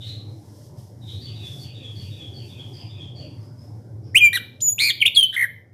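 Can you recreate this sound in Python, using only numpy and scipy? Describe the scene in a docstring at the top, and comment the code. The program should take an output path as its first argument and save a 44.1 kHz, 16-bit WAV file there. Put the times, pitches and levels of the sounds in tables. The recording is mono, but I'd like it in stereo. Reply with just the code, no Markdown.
"""From the start a far bird gives lone notes and a repeated warbled phrase, gliding tones heard only as room echo.
From 4.1 s a caged thrush sings close by: whistles, sweeps and buzzy trills, near sines with weak overtones
and breath hiss, followed by reflections and the tail of a hard room. Throughout lie a mains hum and a low
rumble of shaped noise, and a faint treble rustle that comes and goes.
The recorder overloads on loud peaks and turns its gain down."""
import sys
import numpy as np
from scipy import signal
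from scipy.fft import rfft, irfft, next_fast_len
from scipy.io import wavfile
from scipy.ndimage import uniform_filter1d, map_coordinates

SR = 44100
rng = np.random.default_rng(int(sys.argv[2]) if len(sys.argv) > 2 else 0)


def gain_from_db(level_db):
    """Convert decibel levels to linear amplitude factors (20 dB per decade)."""
    decades = np.asarray(level_db, float) / 20
    return 10 ** decades


def master(y):
    """Save y as 16-bit WAV."""
    cut = np.clip(np.atleast_2d(y).T, -1, 1)
    pcm = np.round(cut * 32767)  # scale
    wavfile.write(sys.argv[1], SR, pcm.astype(np.int16))


N = 253032


def thrush():
    """Source and image paths: the voice reaches the left sooner and louder, then come reflections and a tail."""
    # notes of the song; the last sounds with the fifth, from the other side of the syrinx:
    # (octave level/dB, overtones level/dB, breath level/dB), then rows (t/s, f/Hz, level/dB)
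    song = [ ((-27, -22.5, -30.5), [(4.143, 1658, -50.5), (4.148, 1957, -15), (4.158, 2450, -1),
            (4.170, 2881, 0.5), (4.182, 3198, 1), (4.194, 3214, -18), (4.203, 3010, -32)]),
            ((-30, -28, -57), [(4.203, 2600, -21.5), (4.212, 2426, -9), (4.240, 2412, -3), (4.264, 2368, 0),
            (4.274, 2316, -2.5), (4.279, 2351, -8), (4.297, 2376, -19), (4.322, 2300, -37)]),
            ((5.4, -14, -11.5), [(4.328, 1785, -28.5), (4.331, 1842, -18.5), (4.343, 1982, -20.5),
            (4.360, 1948, -15), (4.368, 1750, -21), (4.376, 1470, -19.5), (4.381, 1386, -39)]),
            ((-11, -44.5, -60.5), [(4.604, 2574, -23.5), (4.609, 4880, -25), (4.615, 6520, -27),
            (4.622, 7017, -12), (4.650, 6980, -14), (4.685, 6860, -0.5), (4.710, 6770, -17.5),
            (4.729, 6936, -6.5), (4.745, 6950, -45.5)]), ((-23.5, -15, -42.5), [(4.795, 1974, -32.5),
            (4.803, 2167, -12.5), (4.820, 2274, -9), (4.850, 2310, -10), (4.878, 2338, -9.5),
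            (4.892, 2260, -10), (4.903, 1940, -17.5), (4.910, 1710, -30)]), ((-75.5, -48, -29),
            [(5.003, 3117, -18), (5.007, 3172, -5.5), (5.012, 3126, -17), (5.017, 3150, 5.5),
            (5.022, 2720, -3), (5.027, 2277, 2.5), (5.033, 2215, -4.5), (5.038, 2180, -46.5)]),
            ((-32, -33.5, -26.5), [(5.050, 1970, -33), (5.054, 2273, -2.5), (5.060, 2930, 3.5),
            (5.065, 3455, 6.5), (5.071, 3700, 0), (5.076, 3150, -12.5), (5.081, 2624, 3.5),
            (5.085, 2250, -44.5)]), ((-22, -34, -29), [(5.146, 4030, -29), (5.149, 4325, -3),
            (5.155, 4693, -12), (5.160, 3906, -1), (5.166, 3400, -2.5), (5.170, 3610, -52.5)]),
            ((-39, -26.5, -30.5), [(5.158, 3385, -30), (5.168, 3417, 5), (5.178, 3292, 4.5),
            (5.212, 3153, 4.5), (5.217, 3150, -26.5), (5.226, 3155, -22), (5.229, 3102, 7),
            (5.244, 3065, 3.5), (5.275, 3050, -39)]), ((9.7, -14, -12), [(5.325, 1450, -50),
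            (5.329, 1730, -28.5), (5.336, 1917, -31), (5.348, 1708, -23.5), (5.357, 1580, -31),
            (5.362, 1540, -28)]), ((-28, -32.5, -19.5), [(5.362, 2074, -30), (5.366, 1955, -8),
            (5.385, 1969, -11.5), (5.410, 2003, -7), (5.440, 1861, -5.5), (5.455, 1712, -17),
            (5.463, 1550, -28)]), ((-24.5, -31, -29.5), [(4.782, 2403, -15), (4.787, 2750, -12),
            (4.795, 3682, -1), (4.803, 4156, -4), (4.850, 4430, -2.5), (4.880, 4304, -8.5),
            (4.897, 4070, -5.5), (4.908, 3220, -1), (4.917, 3000, -39.5)]), ]
    # faint half-pitch tone under the high whistle: (t/s, f/Hz, level/dB)
    undertone = [(4.668, 3450, -70), (4.685, 3445, -46), (4.715, 3424, -40), (4.74, 3440, -66)]
    # notes that trill, by place in the song: (swing rate/Hz, pitch swing/share, roughness/share)
    trills = {2: (290, .018, .2), 4: (127, .04, .12), 9: (200, .05, .4), 10: (64, .085, .12),
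              11: (127, .055, .33)}
    # first reflections: (left delay/ms, right delay/ms, level/dB)
    reflections = [(2.3, 3.5, -9), (5.7, 12, -14), (9.4, 19, -17), (14.5, 9, -19)]
    clear = 0, 0, .012                      # no trill, hardly any roughness
    room_db, room_t60_s, room_onset_s = -13, .43, .0034
    right_lag_ms, left_over_right_db = .113, 1.9

    voice = np.zeros(N)
    air = turbulence(9600, 14600)
    for place, (colour, rows) in enumerate(song):
        syrinx_note(voice, rows, trills.get(place, clear), colour, air)
    syrinx_note(voice, undertone, clear, (-60, 17, -70), air)

    room = gain_from_db(room_db) * room_tail(room_t60_s, room_onset_s)
    heard = signal.fftconvolve(voice[None], room, axes=1)[:, :N]
    sample = np.arange(N)
    paths = [(0, right_lag_ms, 0)] + list(reflections)    # direct sound first
    for k, (left_ms, right_ms, level_db) in enumerate(paths):
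        sign = (-1) ** k                    # successive paths alternate in polarity
        for side, lag_ms in enumerate((left_ms, right_ms)):
            late = map_coordinates(voice, [sample - lag_ms * SR / 1000], order=3, mode="nearest")
            heard[side] += sign * gain_from_db(level_db) * late
    return heard * gain_from_db([[left_over_right_db / 2], [-left_over_right_db / 2]])


def syrinx_note(voice, rows, trill, colour, air):
    """Harmonic series with frequency modulation: a membrane shaken by turbulence, with air hissing past."""
    # multiples 3 to 7 of the pitch, relative to the note's overtone level: (level/dB)
    overtone_levels = [-3.5, -10, -4, 0.5, -31]
    edge_s = .002
    rate, depth, rough = trill
    octave_db, overtones_db, breath_db = colour
    breath, (phase_shake, strength_shake) = air
    s, hz, level_db = np.transpose(rows)
    span = np.arange(int(s[0] * SR), min(int(s[-1] * SR), N))
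    t = span / SR

    swing = np.sin(2 * np.pi * rate * (t - s[0]))
    pitch = np.interp(t, s, hz) * (1 + depth * swing)
    phase = 2 * np.pi * np.cumsum(pitch) / SR + rough * phase_shake[span]
    tone = np.sin(phase) + gain_from_db(octave_db) * np.sin(2 * phase)
    for multiple, step_db in enumerate(overtone_levels, start=3):
        if multiple * max(hz) < SR / 2:
            tone += gain_from_db(overtones_db + step_db) * np.sin(multiple * phase)
    tone = tone * (1 + rough * strength_shake[span]) + gain_from_db(breath_db) * breath[span]

    louder_when_high = 1 + 4.9 * depth * swing
    edges = np.clip(np.minimum(t - s[0], s[-1] - t) / edge_s, 0, 1)
    strength = uniform_filter1d(gain_from_db(np.interp(t, s, level_db)), size=64)   # the muscles cannot jump
    voice[span] += strength * edges * louder_when_high * tone


def turbulence(low_hz, high_hz):
    """Turbulent flow as band-limited noise: a steep band of hiss, and a fast flutter for phase and strength."""
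    hiss = band(band(rng.standard_normal(N), low_hz, high_hz), low_hz, high_hz)
    flutter = band(rng.standard_normal((2, N)), 48, 250)
    return rms_one(hiss), rms_one(flutter)


def room_tail(t60_s, onset_s):
    """Diffuse reverberation: exponentially decaying noise, unrelated left and right, the treble dying sooner."""
    t = np.arange(int(.9 * SR)) / SR
    noise = rng.standard_normal((2, len(t)))
    low = band(noise, 200, 6700) * gain_from_db(-60 * t / t60_s)
    high = band(noise, 5000, 17000) * gain_from_db(-60 * t / (.8 * t60_s))
    build_up = 1 - np.exp(-t / onset_s)
    # scale by the energy of the lower band, for near unit gain inside it
    energy = np.sum(low ** 2, axis=1, keepdims=True)
    return (low + high) * build_up / np.sqrt(energy / 10000 * SR / 2)


def far_bird():
    """Reverberant field alone: short gliding warbles with no direct path to the microphones."""
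    # five notes of the phrase, before each repeat's stretch and shares:
    # (t/s from its start, length/s, start f/Hz, end f/Hz, level/dB re repeat, warble depth/share)
    phrase = [(0.0, 0.074, 4467, 4645, 0, 0.03), (.044, 0.049, 3243, 2577, -7.5, 0.089),
              (.148, 0.0503, 3705, 3570, -3.5, 0.034), (.188, .028, 2700, 2460, -11.5, .03),
              (.232, .07, 3465, 3366, 1, 0.02)]
    # each singing: (t/s, time stretch/ratio, level/dB, opening note's f/ratio, its level/dB, other notes' f/ratio)
    repeats = [(1.203, 0.95, -35.5, 1.005, -37.5, 1.01), (1.578, 1.03, -37.5, 1, -40, 0.97),
               (1.943, 1.025, -38, 1.01, -40.5, 0.97), (2.327, 1.03, -40, 1, -41.5, 0.95),
               (2.723, 1.1, -40.5, 1.06, -38.5, .955), (3.144, 0.93, -39.5, 1.003, -40, 0.96)]
    # notes around the phrases: (t/s, length/s, start f/Hz, end f/Hz, mid-note level/dB, warble depth/share)
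    lone_notes = [(0.00, 0.039, 3230, 3890, -34.5, 0.14), (0.058, 0.059, 3957, 4010, -33, 0.04),
                  (1.008, 0.048, 3760, 3580, -45.5, 0.024), (1.065, 0.097, 3384, 3820, -39.5, .13),
                  (3.399, 0.042, 4790, 5190, -52.5, 0.045), (3.572, 0.049, 5010, 5420, -50.5, 0.014),
                  (4.023, 0.16, 5070, 5370, -56.5, 0.073)]
    last_repeat_notes = 2                   # the last repeat stops short
    warble_hz, rough = 95, .18
    colour = -30, -33, -19.2                # octave, overtones, breath in dB
    t60_s, onset_s = .5, .02

    notes = list(lone_notes)
    for k, (start, stretch, phrase_db, opening, opening_db, others) in enumerate(repeats):
        sung = phrase if k < len(repeats) - 1 else phrase[:last_repeat_notes]
        for place, (s, length, from_hz, to_hz, relative_db, depth) in enumerate(sung):
            share, base_db = (others, phrase_db) if place else (opening, opening_db)
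            notes.append((start + stretch * s, stretch * length,
                          share * from_hz, share * to_hz, base_db + relative_db, depth))

    voice = np.zeros(N)
    air = turbulence(1700, 7470)
    for s, length, from_hz, to_hz, level_db, depth in notes:
        rows = [(s, from_hz, level_db + 15.5),
                (s + length / 2, (from_hz + to_hz) / 2, level_db),
                (s + length, to_hz, level_db + 4.5)]
        syrinx_note(voice, rows, (warble_hz, depth, rough), colour, air)
    return signal.fftconvolve(voice[None], room_tail(t60_s, onset_s), axes=1)[:, :N]


def mains_hum():
    """Harmonics of one wandering fundamental, each multiple wavering in level by itself."""
    # (multiple of the fundamental, level/dB re hum level)
    hum_parts = [(1, -8.5), (2, -18.5), (3, -19.5), (6, -20)]
    hum_hz, wander_hz, hum_db, waver_db = 100, .786, -6, 1.1
    phase = 2 * np.pi * np.cumsum(hum_hz + wander_hz * drift(2.56)) / SR
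    hum = np.zeros(N)
    for multiple, level_db in hum_parts:
        hum += gain_from_db(hum_db + level_db + waver_db * drift(5.3)) * np.sin(multiple * phase)
    return hum


def rumble_and_hum():
    """Spectrally shaped noise plus hum, split by a low-pass so that the bass swells apart from the rest."""
    # (f/Hz, spectral level/dB)
    rumble_spectrum = [(12, -84.5), (20, -35), (59, -23), (68, -36.5), (79, -9), (106, 6.5), (135, -4),
                       (181, -14.5), (333, -16), (474, -22), (589, -21.5), (650, -30), (731, -26.5),
                       (1320, -39), (2200, -43.5), (2860, -64), (4840, -120)]
    # gain of the bass: (t/s, level/dB)
    bass_levels = [(0.0, -36.5), (.25, -37), (.5, -46), (1.0, -39), (1.15, -33), (1.85, -40), (2.0, -31),
                   (2.3, -39), (3.4, -36), (3.6, -40), (4.15, -35), (4.4, -42), (5.7, -42)]
    bass_top_hz, upper_db = 170, -38.5
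    low = coloured(rumble_spectrum, patchy_db=.97) + mains_hum()
    bass = signal.sosfiltfilt(signal.butter(2, bass_top_hz, fs=SR, output="sos"), low)
    bass_gain = gain_from_db(np.interp(np.arange(N) / SR, *np.transpose(bass_levels)))
    return bass_gain * bass + gain_from_db(upper_db) * murmur(low - bass)


def rustle():
    """Amplitude-modulated treble noise: the powers of separate swells add over a resting level."""
    # (f/Hz, spectral level/dB)
    rustle_spectrum = [(2000, -33.5), (3200, -18), (4300, -18), (5200, -10), (7000, -18), (10500, -17),
                       (13500, -20), (15700, -27)]
    # (peak t/s, rise/s, fall/s, peak level/dB)
    swells = [(.08, .1, 0.12, -53.5), (.66, 0.51, 0.11, -54.5), (.79, 0.037, 0.15, -53.5),
              (1.11, 0.13, 0.28, -54), (1.47, 0.059, 0.21, -49.5), (1.64, 0.29, 0.051, -49.5),
              (2.03, .2, 0.41, -54), (2.48, 0.19, 0.18, -56.5), (2.72, 0.36, 0.2, -58),
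              (3.22, 0.028, 0.18, -65), (3.46, 0.17, 0.064, -62.5), (3.65, 0.19, 0.34, -62.5)]
    depth_db, rest_db = 12.5, -70           # depth: change over one rise or fall time
    t = np.arange(N) / SR
    power = gain_from_db(2 * rest_db)
    for peak, rise, fall, level_db in swells:
        away = np.where(t < peak, (peak - t) / rise, (t - peak) / fall)
        power = power + gain_from_db(2 * (level_db - depth_db * away))
    return np.sqrt(power) * coloured(rustle_spectrum, patchy_db=.6)


def coloured(spectrum, patchy_db):
    """Filtered noise of set interchannel correlation, high in the bass, flickering a little; rms 1."""
    # correlation of left and right: (f/Hz, likeness from -1 to 1)
    likeness = [(60, 0.99), (180, 0.97), (550, 0.53), (1650, -0.22), (4970, 0.18), (15000, -0.27)]
    hz = np.maximum(np.arange(N // 2 + 1) * SR / N, 1)
    mid, side = rfft(rng.standard_normal((2, N))) * gain_from_db(at_hz(spectrum, hz))
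    alike = np.clip(at_hz(likeness, hz), -1, 1)
    both = irfft(np.sqrt(1 + alike) * mid + np.sqrt(1 - alike) * side * [[1], [-1]], N)
    return rms_one(both * gain_from_db(patchy_db * drift(6)))


def murmur(x):
    """Independent band modulation: thirds of an octave, each wavering in level by itself."""
    waver_db, waver_hz, bands = 3, 4.5, 14
    size = next_fast_len(N)
    spectrum = rfft(x, size)
    hz = np.maximum(np.arange(size // 2 + 1) * SR / size, 1)
    # the end bands take in all that lies beyond them
    third = np.clip(np.round(3 * np.log2(hz / 150)), 0, bands - 1)
    out = np.zeros_like(x)
    for k in range(bands):
        part = irfft(spectrum * (third == k), size)[:, :N]
        out += part * gain_from_db(waver_db * drift(waver_hz))
    return out


def drift(rate_hz):
    """Low-pass random process of spread 1, drawn at every 40th sample and interpolated."""
    r = np.exp(-80 * np.pi * rate_hz / SR)
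    slow = signal.lfilter([1], [1, -2 * r, r * r], rng.standard_normal(N // 40 + 2002))
    slow = slow[2000:]                      # skip the filter's start
    return np.interp(np.arange(N) / 40, np.arange(len(slow)), rms_one(slow))


def band(x, low_hz, high_hz):
    """Band limiting by a Butterworth filter, flat within its pass band."""
    return signal.sosfilt(signal.butter(2, [low_hz, high_hz], "band", fs=SR, output="sos"), x)


def at_hz(points, hz):
    """Interpolation along a logarithmic frequency axis."""
    table_hz, values = np.transpose(points)
    return np.interp(np.log(hz), np.log(table_hz), values)


def rms_one(x):
    """Normalisation of the mean power to 1."""
    return x / np.sqrt(np.mean(x ** 2) + 1e-20)


def scene():
    """Superposition of both birds and the background."""
    return thrush() + far_bird() + rumble_and_hum() + rustle()


def top_cut(x):
    """Nothing passes above the cut-off."""
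    return signal.sosfilt(signal.butter(12, 15840, fs=SR, output="sos"), x)


def record(dry):
    """Slow gain control, then quadratic distortion adding low thumps, clipping at full scale and band limits."""
    knee_db, cut_per_excess_db, attack_s = -19.5, .5, 1
    excess_fall_db_per_s = .5               # release of the held excess
    uneven_db = -35
    level_db = 10 * np.log10(uniform_filter1d(np.mean(dry ** 2, axis=0), size=1024) + 1e-12)
    excess_db = np.maximum(level_db - knee_db, 0)
    # hold each peak of the excess along a steadily falling line
    fall = excess_fall_db_per_s * np.arange(N) / SR
    held_db = np.maximum.accumulate(excess_db + fall) - fall
    r = np.exp(-1 / (attack_s * SR))
    cut_db = signal.lfilter([1 - r], [1, -r], cut_per_excess_db * held_db)

    x = dry * gain_from_db(-cut_db)
    x = np.clip(x + gain_from_db(uneven_db) * x ** 2, -1, 1)
    x = signal.sosfilt(signal.cheby2(12, 50, 15900, fs=SR, output="sos"), x)
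    x = signal.sosfilt(signal.butter(2, 25, "high", fs=SR, output="sos"), x)
    return top_cut(np.clip(x, -1, 1))


dry = scene()
out = record(dry)
master(out)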